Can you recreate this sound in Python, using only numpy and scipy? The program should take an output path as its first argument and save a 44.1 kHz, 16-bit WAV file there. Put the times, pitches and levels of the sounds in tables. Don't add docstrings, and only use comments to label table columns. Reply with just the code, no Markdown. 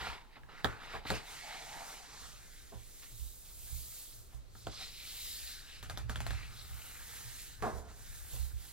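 import sys
import numpy as np
from scipy import signal
from scipy.fft import rfft, irfft, next_fast_len
from scipy.io import wavfile
from scipy.ndimage import uniform_filter1d, map_coordinates

SR = 44100
rng = np.random.default_rng(int(sys.argv[2]) if len(sys.argv) > 2 else 0)


def wav_out(sig):
    wavfile.write(sys.argv[1], SR, np.round(np.clip(np.atleast_2d(sig).T, -1, 1) * 32767).astype(np.int16))


N = 384552

# peak_s, rise_s, fall_s, flex_db, slide_db, skin_db, slide_centre_hz
STROKES = [(0.069, 0.67, 0.13, -45.5, -45.5, -57.5, 2330), (.364, 0.076, 0.041, -62.5, -59.5, -86, 2000),
           (.5, 0.02, 0.11, -56, -57.5, -80, 2200), (.6, 0.11, 0.056, -56, -58, -68, 1850),
           (.70, 0.057, 0.14, -49, -54.5, -67, 1750), (.84, 0.072, .08, -54.5, -54.5, -65, 2000),
           (.956, 0.13, 0.052, -48, -49, -60.5, 2430), (1.075, 0.021, 0.094, -54, -45.5, -52.5, 1930),
           (1.144, 0.1, 0.094, -46.5, -45, -56, 2300), (1.32, 0.14, 0.25, -56.5, -53, -53.5, 2740),
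           (1.5, 0.24, 0.77, -57, -52, -55.5, 2050), (1.74, 0.24, 0.24, -59.5, -65, -57, 2200),
           (1.91, 0.27, 0.17, -55.5, -64, -53, 2320), (2.24, 0.33, 0.19, -58.5, -60, -55, 3090),
           (2.55, 0.85, 0.44, -76, -66, -60, 2600), (3.03, 0.44, 0.3, -74, -65.5, -55.5, 2940),
           (3.21, 0.17, 0.45, -87, -66, -52, 4200), (3.47, 0.048, 0.16, -71, -66, -69, 3600),
           (3.77, 0.44, 0.42, -74, -60.5, -47, 3950), (3.99, .25, 0.22, -71.5, -60, -50, 4430),
           (4.16, 0.18, 0.15, -74, -69.5, -57.5, 4000), (4.34, 0.071, 0.089, -73, -72, -64, 3000),
           (4.58, 0.086, 0.16, -78, -70, -59.5, 4500), (4.745, 0.14, 0.11, -64, -53, -56.5, 4200),
           (4.815, 0.077, 0.14, -59.5, -48, -53, 3880), (5.1, 0.37, 0.6, -66.5, -51.5, -52.5, 3970),
           (5.27, 0.31, 0.36, -74, -50.5, -46, 3870), (5.5, 0.27, 0.13, -71, -52, -51, 3780),
           (5.76, 0.35, 0.088, -68, -56.5, -61, 2980), (6.34, 0.093, 0.25, -57.5, -51.5, -60, 2400),
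           (6.45, 0.067, 0.053, -72, -60, -69, 3200), (6.58, 0.1, 0.22, -68, -56.5, -65, 3700),
           (6.87, 0.53, 0.37, -62.5, -58.5, -52, 2460), (7.15, 0.24, 0.24, -61, -59.5, -52, 2200),
           (7.42, 0.7, 0.21, -67.5, -57, -51, 3120), (7.66, 0.069, 0.15, -55, -61, -56.5, 1600),
           (7.78, .1, .06, -60, -75, -58, 1600), (7.9, 0.046, .06, -61.5, -66.5, -66, 2280),
           (8.0, 0.065, 0.17, -68.5, -72, -62, 2400), (8.17, 0.33, 0.34, -68.5, -62.5, -53, 2560),
           (8.34, .12, 0.17, -65.5, -57.5, -48, 3300), (8.44, 0.13, 0.13, -67.5, -61.5, -52.5, 3380),
           (8.64, 0.14, 0.57, -69.5, -61, -54, 3270)]
# start_s, pan_db, base_hiss_tilt_db_per_octave
HAND_PATH = [(0, -2, 1.5), (.5, -2, -3), (1.07, -1.5, 2), (1.45, -2, -4), (1.9, -1.5, -4.5),
             (2.1, -2, -8.5), (2.5, -1, -2.5), (2.9, -2.5, -1.5), (3.3, -2.5, 2), (4, -2, 2), (4.3, -2, 0),
             (4.46, -1, -4), (4.58, -1, -2), (4.72, -3, -10), (4.85, -1, 1), (5.2, -.5, 4.5), (5.6, .3, 0),
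             (6.2, .3, -3), (6.75, .5, 4.5), (7.1, -2, -0.5), (7.5, -2.5, -0.5), (7.8, -2.5, -6),
             (8.28, -2, 2), (8.72, -2.5, 2)]
# start_s, pitch_hz, level_db
AIR_WEDGE = [(0, 925, -50.5), (.12, 950, -52), (.25, 900, -72), (1.25, 795, -59), (1.4, 766, -70),
             (1.45, 764, -52.5), (1.65, 770, -55.5), (1.8, 814, -51.5), (2.0, 789, -63.5), (2.3, 1240, -68),
             (2.42, 1610, -69), (2.65, 1570, -71), (2.8, 1630, -81), (4.6, 1310, -86), (4.75, 1190, -66),
             (5.05, 2180, -80), (5.55, 1650, -60.5), (6.0, 1500, -79), (6.35, 1500, -64),
             (6.75, 1260, -69.5), (7.15, 1920, -61.5), (7.9, 1490, -73), (8.15, 1680, -66.5),
             (8.72, 1560, -79)]
# centre_hz, width_hz, relative_db
FLEX_MODES = [(183.4, 57, -2.5), (262.3, 62, -4), (419, 43, -4.5), (598, 39, -2), (718, 188, -2.5),
              (827, 130, 1.5), (1070, 146, -4), (1305, 154, 0.5), (1697, 376, -5.5)]
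# centre_hz, width_hz, relative_db
SLIDE_MODES = [(1405, 650, -18), (2040, 570, 2.5), (2890, 620, 2), (3945, 960, 3), (5340, 760, -3)]
# freq_hz, relative_density_db
SKIN_SPECTRUM = [(1500, -45), (3500, -4.5), (5500, -3.5), (7800, 0), (10000, -2.5), (12500, -5),
                 (15800, -9)]
# start_s, level_db
TREMOR = [(0, -46), (.2, -70), (1.9, -70.5), (2.3, -60.5), (3.2, -66), (3.74, -55), (4.03, -64.5),
          (4.6, -55.5), (5.0, -61), (5.68, -65), (5.9, -45), (6.3, -39), (6.5, -50.5), (7.04, -59.5),
          (7.7, -53), (8.72, -59.5)]
# start_s, low_modes_db, upper_modes_db, rise_s, pan_db
THUMPS = [(0.076, -44, -55, .01, 7.5), (0.932, -45.5, -45, .019, 9.5), (1.089, -37, -52, 0.01, 7),
          (2.195, -51, -65, .03, -17), (2.736, -43, -38, 0.018, -12), (3.11, -59, -40, .02, -8),
          (3.179, -29.5, -41, 0.044, -13), (3.539, -44.5, -60, 0.041, -15), (3.694, -34, -30, 0.044, -23),
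          (4.163, -49.5, -47, .02, -10), (4.332, -42, -44, 0.016, -11), (4.645, -47, -38, .02, -2),
          (5.406, -44, -66, 0.022, 8), (5.582, -58, -48, 0.023, 2), (6.029, -58, -33, 0.018, -6),
          (6.389, -38, -63, 0.013, -6), (6.704, -41.5, -47, 0.0095, -6.5), (6.984, -49, -60, .02, -1),
          (7.24, -47, -43.5, .014, -4), (7.602, -39, -35, 0.017, 7), (7.72, -36.5, -37, 0.021, -12),
          (8.078, -42, -64, 0.016, 5.5), (8.189, -46, -62, .017, 6), (8.315, -36, -36.5, .019, -5),
          (8.38, -28, -40, 0.026, -13), (8.528, -34.5, -47, 0.01, -8.5)]
# nominal_hz, relative_db, t60_s
TABLE_MODES = [(35, -0.5, 0.26), (62.6, 7, 0.26), (115.7, 0.5, 0.26), (165, -10.5, 0.13)]
# freq_hz, relative_density_db
FLOOR_SPECTRUM = [(15, -10.5), (25, 3.5), (86, -21.5), (414, -25), (812, -31), (955, -35), (1040, -30.5),
                  (1150, -32), (1280, -34.5), (15800, -47)]
# start_s, level_db, upper_crack_relative_db, pop_relative_db, hiss_relative_db, pan_db
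SNAPS = [(0.3672, -50, -20, 2.5, -28, -2), (0.4345, -48.5, -35, -7, -29, -5), (0.488, -53, -21, 1, -32, -4),
         (0.6453, -18, -12, -5, -21.5, -7), (1.053, -41.5, -19, 5.5, -22, -1.5),
         (1.1033, -24.5, -8, 0, -8.5, -1), (4.5515, -50.5, -22, 1, -14, -1),
         (4.6696, -32, 8, -5.5, -18, -2.5), (5.8282, -40, -5, -5, -0.5, 2.5),
         (5.898, -30.5, -10, -11.5, -8.5, 1), (5.9745, -31.5, -8, -9, -9, 0),
         (6.096, -31.5, -12, -4, -6, 0), (6.1585, -30, -13, -14, -10, 2),
         (6.2046, -30.5, -13, -11.5, -8, 1), (6.2659, -27.5, -16, -13.5, -11.5, 1),
         (6.307, -31.5, -12, -7.5, -11, 3), (7.6238, -43, -15, 13, 1, -5)]
# centre_hz, width_hz, relative_db
EDGE_MODES = [(700, 220, -1), (1680, 235, 5.5), (3630, 1060, 12.5), (4580, 750, 5), (8360, 1900, -24)]
# start_s, level_db, low_corner_hz, high_corner_hz, rise_s, t60_s, pan_db
SLAPS = [(0.647, -29, 500, 1980, 0.0023, 0.049, 13), (.935, -34, 186, 1350, 0.0091, 0.12, -1),
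         (1.057, -52, 500, 5000, .015, .15, -3), (1.105, -32.5, 120, 695, 0.003, 0.16, -2),
         (1.146, -44, 1000, 8000, 0.002, 0.14, -1), (1.745, -50, 150, 500, 0.0065, 0.1, 6),
         (2.717, -44.5, 120, 1010, 0.0095, 0.18, -3), (3.02, -44, 1200, 5000, .015, 0.09, -9),
         (3.665, -54, 700, 2200, .01, .1, -3), (4.32, -57, 650, 920, .015, 0.16, -2),
         (4.668, -26, 110, 710, 0.00036, 0.032, 0), (4.80, -51, 400, 900, 0.0075, .15, 0),
         (7.623, -43, 900, 2600, 0.0044, 0.14, 0), (7.628, -30, 420, 900, 0.0063, 0.3, -2.5),
         (7.645, -34, 400, 990, 0.0038, 0.27, 0), (7.719, -47, 200, 940, 0.024, 0.7, -1),
         (8.33, -49.5, 298, 875, .02, 0.19, -7)]
# freq_hz, lead_rad
CAPSULE_LEAD = [(60, 2.6), (170, 0.82), (1000, 0.91), (4000, 1.05), (6000, 1.42), (8000, 2.6), (12000, 4.4),
                (16000, 4.8)]
# delay_s, level_db
WALL_ECHOES = [(.0042, -25), (.013, -11.5), (.021, -35), (0.027, -18.5)]
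# freq_hz, t60_s
DIFFUSE_DECAY = [(200, 0.17), (1400, 0.45), (4000, 0.043), (12000, 0.11)]
# freq_hz, level_db
DIFFUSE_LEVEL = [(100, 1), (1000, -12), (3000, -11), (6000, -1), (9000, -2), (15000, -6)]

EDGE_DB, ROUNDNESS = 17, 1.373
REST_DB = (-88, -76, -92)
RUSTLE_DELAY_S, RUSTLE_RISE_S, RUSTLE_FALL_S = 0.006, 0.021, 0.084
RUSTLE_DB, RUSTLE_HZ = (-17, -17, -19), 2500
TILT_GROWTH = 0.35
RECOIL_DB = (-48, -40.5)
RECOIL_GROWTH, MIDDLING_DB = 0.73, -33
RECOIL_RISE_S, RECOIL_EARLY_S = 0.016, 0.0102
RECOIL_PAN_DB, RECOIL_LEAN = 1, -1
POP_T60_S = 0.033
FLOOR_DB, TOP_HZ = -57.5, 15820


def amp(db):
    return 10 ** (np.asarray(db) / 20)


def unit(x):
    return x / np.sqrt(np.mean(x ** 2) + 1e-20)


def along(points, hz):
    point_hz, values = np.transpose(points)
    return np.interp(np.log(hz + 1), np.log(point_hz + 1), values)


def curves(rows):
    times_s, *columns = np.transpose(rows)
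    return [np.interp(np.arange(N) / SR, times_s, column) for column in columns]


def wobble(rate):
    knots = rng.standard_normal(int(N * rate / SR) + 4)
    return map_coordinates(knots, [np.arange(N) * rate / SR])


def filtered(x, response):
    size = next_fast_len(x.shape[-1] + SR // 2)
    spectrum = rfft(x, size) * response(np.fft.rfftfreq(size, 1 / SR))
    return irfft(spectrum, size)[..., :x.shape[-1]]


def resonances(modes):
    def response(hz):
        return sum((-1) ** k * amp(db) * 1j * hz * width / (centre * centre - hz * hz + 1j * hz * width)
                   for k, (centre, width, db) in enumerate(modes))
    return response


def bump(hz, centre_hz, octaves):
    return np.exp(-.5 * (np.log2((hz + 1) / centre_hz) / octaves) ** 2)


def panned(x, pan_db):
    return x * amp(np.array([[.5], [-.5]]) * pan_db)


def add(track, start_s, sound):
    part = track[..., round(start_s * SR):][..., :sound.shape[-1]]
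    part += sound[..., :part.shape[-1]]


def strokes():
    rustles = []
    for start_s, db, _, _, hiss_db, _ in SNAPS:
        levels_db = db + hiss_db + np.array(RUSTLE_DB)
        rustles.append((start_s + RUSTLE_DELAY_S, RUSTLE_RISE_S, RUSTLE_FALL_S, *levels_db, RUSTLE_HZ))
    peak_s, rise_s, fall_s, *levels_db, centre_hz = np.transpose(list(STROKES) + rustles)[..., None]
    t = np.arange(0, N / SR + .002, .001)
    away = np.where(t < peak_s, (peak_s - t) / rise_s, (t - peak_s) / fall_s)
    powers = [amp(db - EDGE_DB * away ** ROUNDNESS) ** 2 for db in levels_db]
    sums_db = [10 * np.log10(p.sum(0) + amp(db) ** 2) for p, db in zip(powers, REST_DB)]
    weight = powers[1] + 1e-30
    slide_hz = (weight * centre_hz).sum(0) / weight.sum(0)
    return curves(np.transpose([t, *sums_db, slide_hz]))


def friction(colour, grain_db, grain_rate, patchy_db):
    grains = rng.standard_normal(N) * amp(grain_db * wobble(grain_rate))
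    hz, t, z = signal.stft(grains, SR, nperseg=512)
    field = uniform_filter1d(rng.standard_normal(z.shape), 6, 0)
    field = uniform_filter1d(field, 14, 1)
    gain = colour(hz[:, None], np.minimum(t * SR, N - 1).astype(int))
    gain = gain / np.linalg.norm(gain, axis=0) * amp(patchy_db * unit(field))
    return unit(signal.istft(z * gain, nperseg=512)[1][:N])


def rubbing():
    flex_db, slide_db, skin_db, slide_hz = strokes()
    pan_db, tilt_db = curves(HAND_PATH)
    tilt_db = np.clip(tilt_db + TILT_GROWTH * (skin_db - slide_db), -12, 8)
    wedge_hz, wedge_db = curves(AIR_WEDGE)

    def flex_colour(hz, at):
        return resonances(FLEX_MODES)(hz)

    def wedge_colour(hz, at):
        return bump(hz, wedge_hz[at], 0.22)

    def slide_colour(hz, at):
        return resonances(SLIDE_MODES)(hz) * amp(13.5 * bump(hz, slide_hz[at], 0.79))

    def skin_colour(hz, at):
        octaves = np.log2(np.maximum(hz, 5000) / 9000)
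        return amp(along(SKIN_SPECTRUM, hz) + tilt_db[at] * octaves)

    flex = amp(flex_db) * friction(flex_colour, grain_db=3.0, grain_rate=180, patchy_db=1.5)
    wedge = amp(wedge_db) * friction(wedge_colour, grain_db=1.2, grain_rate=120, patchy_db=.8)
    slide = amp(slide_db) * friction(slide_colour, grain_db=1.5, grain_rate=200, patchy_db=2.0)
    skin = amp(skin_db) * friction(skin_colour, grain_db=0.5, grain_rate=400, patchy_db=0.0)
    return panned(flex + wedge + slide + skin, pan_db)


def table():
    ring, t = np.zeros((2, N)), np.arange(SR // 2) / SR
    recoils = []
    for start_s, db, *_, pan_db in SNAPS:
        jolt_db = RECOIL_GROWTH * (db - MIDDLING_DB) + np.array(RECOIL_DB)
        recoil_pan_db = RECOIL_PAN_DB + RECOIL_LEAN * pan_db
        recoils.append((start_s - RECOIL_EARLY_S, *jolt_db, RECOIL_RISE_S, recoil_pan_db))
    pushes = list(THUMPS) + recoils
    chance = rng.standard_normal((len(pushes), 2, len(TABLE_MODES)))
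    for (start_s, low_db, upper_db, rise_s, pan_db), (phases, detunes) in zip(pushes, chance):
        modes = []
        for (hz, db, t60_s), phase, detune in zip(TABLE_MODES, phases, detunes):
            detuned_hz = hz * (1 + 0.042 * detune)
            modes.append(amp(db - 60 * t / t60_s) * np.sin(2 * np.pi * detuned_hz * t + phase))
        rocking = panned(amp(low_db) * sum(modes[:2]), pan_db)
        bending = panned(amp(upper_db) * sum(modes[2:]), 0.22 * pan_db)
        add(ring, start_s, (rocking + bending) * (1 - np.exp(-t / rise_s)) ** 2)
    body = resonances([(hz, 18, db) for hz, db, _ in TABLE_MODES])
    tremor = amp(curves(TREMOR)[0]) * unit(filtered(rng.standard_normal((2, N)), body))
    return ring + tremor * amp([[-1.5], [1.5]])


def floor_hiss():
    noise = rng.standard_normal((2, N))
    return amp(FLOOR_DB) * unit(filtered(noise, lambda hz: amp(along(FLOOR_SPECTRUM, hz))))


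def snaps():
    out, t = np.zeros((2, N)), np.arange(SR // 10) / SR
    u = np.maximum(t - .0002, 0) / .00022
    kick = np.e * u * np.exp(-u) * (1 - 0.15 * u)
    chance = rng.standard_normal((len(SNAPS), 3, len(t)))
    for row, (crack_noise, pop_noise, hiss_noise) in zip(SNAPS, chance):
        start_s, db, upper_db, pop_db, hiss_db, pan_db = row
        edge = [(hz, width, level + (upper_db if hz > 2500 else 0)) for hz, width, level in EDGE_MODES]
        crack = filtered(crack_noise * amp(-60 * t / .0035), resonances(edge))
        pop = filtered(pop_noise * amp(-60 * t / POP_T60_S),
                       lambda hz: resonances(FLEX_MODES)(hz) / (1 + 1j * hz / 900))
        hiss_decay = amp(-60 * t / 0.0024) + 0.56 * amp(-60 * t / 0.043)
        hiss = filtered(hiss_noise * hiss_decay, lambda hz: amp(along(SKIN_SPECTRUM, hz)))
        layers = ((2.5, crack), (pop_db + 0.5, kick), (pop_db + 0.5, pop), (hiss_db + 4.5, hiss))
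        snap = sum(amp(level) * part / np.abs(part).max() for level, part in layers)
        add(out, start_s, panned(amp(db) * snap, pan_db))
    return out


def slaps():
    out, t = np.zeros((2, N)), np.arange(SR // 3) / SR
    chance = rng.standard_normal((len(SLAPS), len(t)))
    for (start_s, db, low_hz, high_hz, rise_s, t60_s, pan_db), noise in zip(SLAPS, chance):
        def response(hz):
            high_pass = (1j * hz / (low_hz + 1j * hz)) ** 2
            low_pass = 1 / (1 + 1.4j * hz / high_hz - (hz / high_hz) ** 2) ** 2
            return (0.39 + resonances(FLEX_MODES)(hz)) * high_pass * low_pass

        puff = unit(filtered(noise, response))
        envelope = amp(db - 60 * t / t60_s) * (1 - np.exp(-t / rise_s))
        add(out, start_s, panned(envelope * puff, pan_db))
    return out


def walls(x):
    def response(hz):
        echoes = sum(amp(db) * np.exp(-2j * np.pi * hz * delay_s) for delay_s, db in WALL_ECHOES)
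        return echoes / (1 + 1j * hz / 4000)
    return filtered(x, response)


def capsules(x):
    sides = np.array([[-1], [1]])
    return filtered(x, lambda hz: np.exp(.5j * along(CAPSULE_LEAD, hz) * sides))


def diffuse(x):
    frames = dict(nperseg=256, noverlap=192)
    delayed = np.pad(x.mean(0), (200, 0))[:N]
    hz, t, z = signal.stft(delayed, SR, **frames)
    keep = amp(-120 * t[1] / along(DIFFUSE_DECAY, hz))
    energy = np.array([signal.lfilter([1 - k], [1, -k], np.abs(row) ** 2) for k, row in zip(keep, z)])
    noise = signal.stft(rng.standard_normal((2, N)), SR, **frames)[2]
    gain = np.sqrt(energy / np.mean(np.abs(noise) ** 2)) * amp(along(DIFFUSE_LEVEL, hz))[:, None]
    return signal.istft(noise * gain, SR, **frames)[1][:, :N]


def scene():
    paper = rubbing() + snaps() + slaps()
    direct = capsules(paper + walls(paper) + table())
    return direct + diffuse(paper) + floor_hiss()


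def record(dry):
    return filtered(dry, lambda hz: hz < TOP_HZ)


dry = scene()
out = record(dry)
wav_out(out)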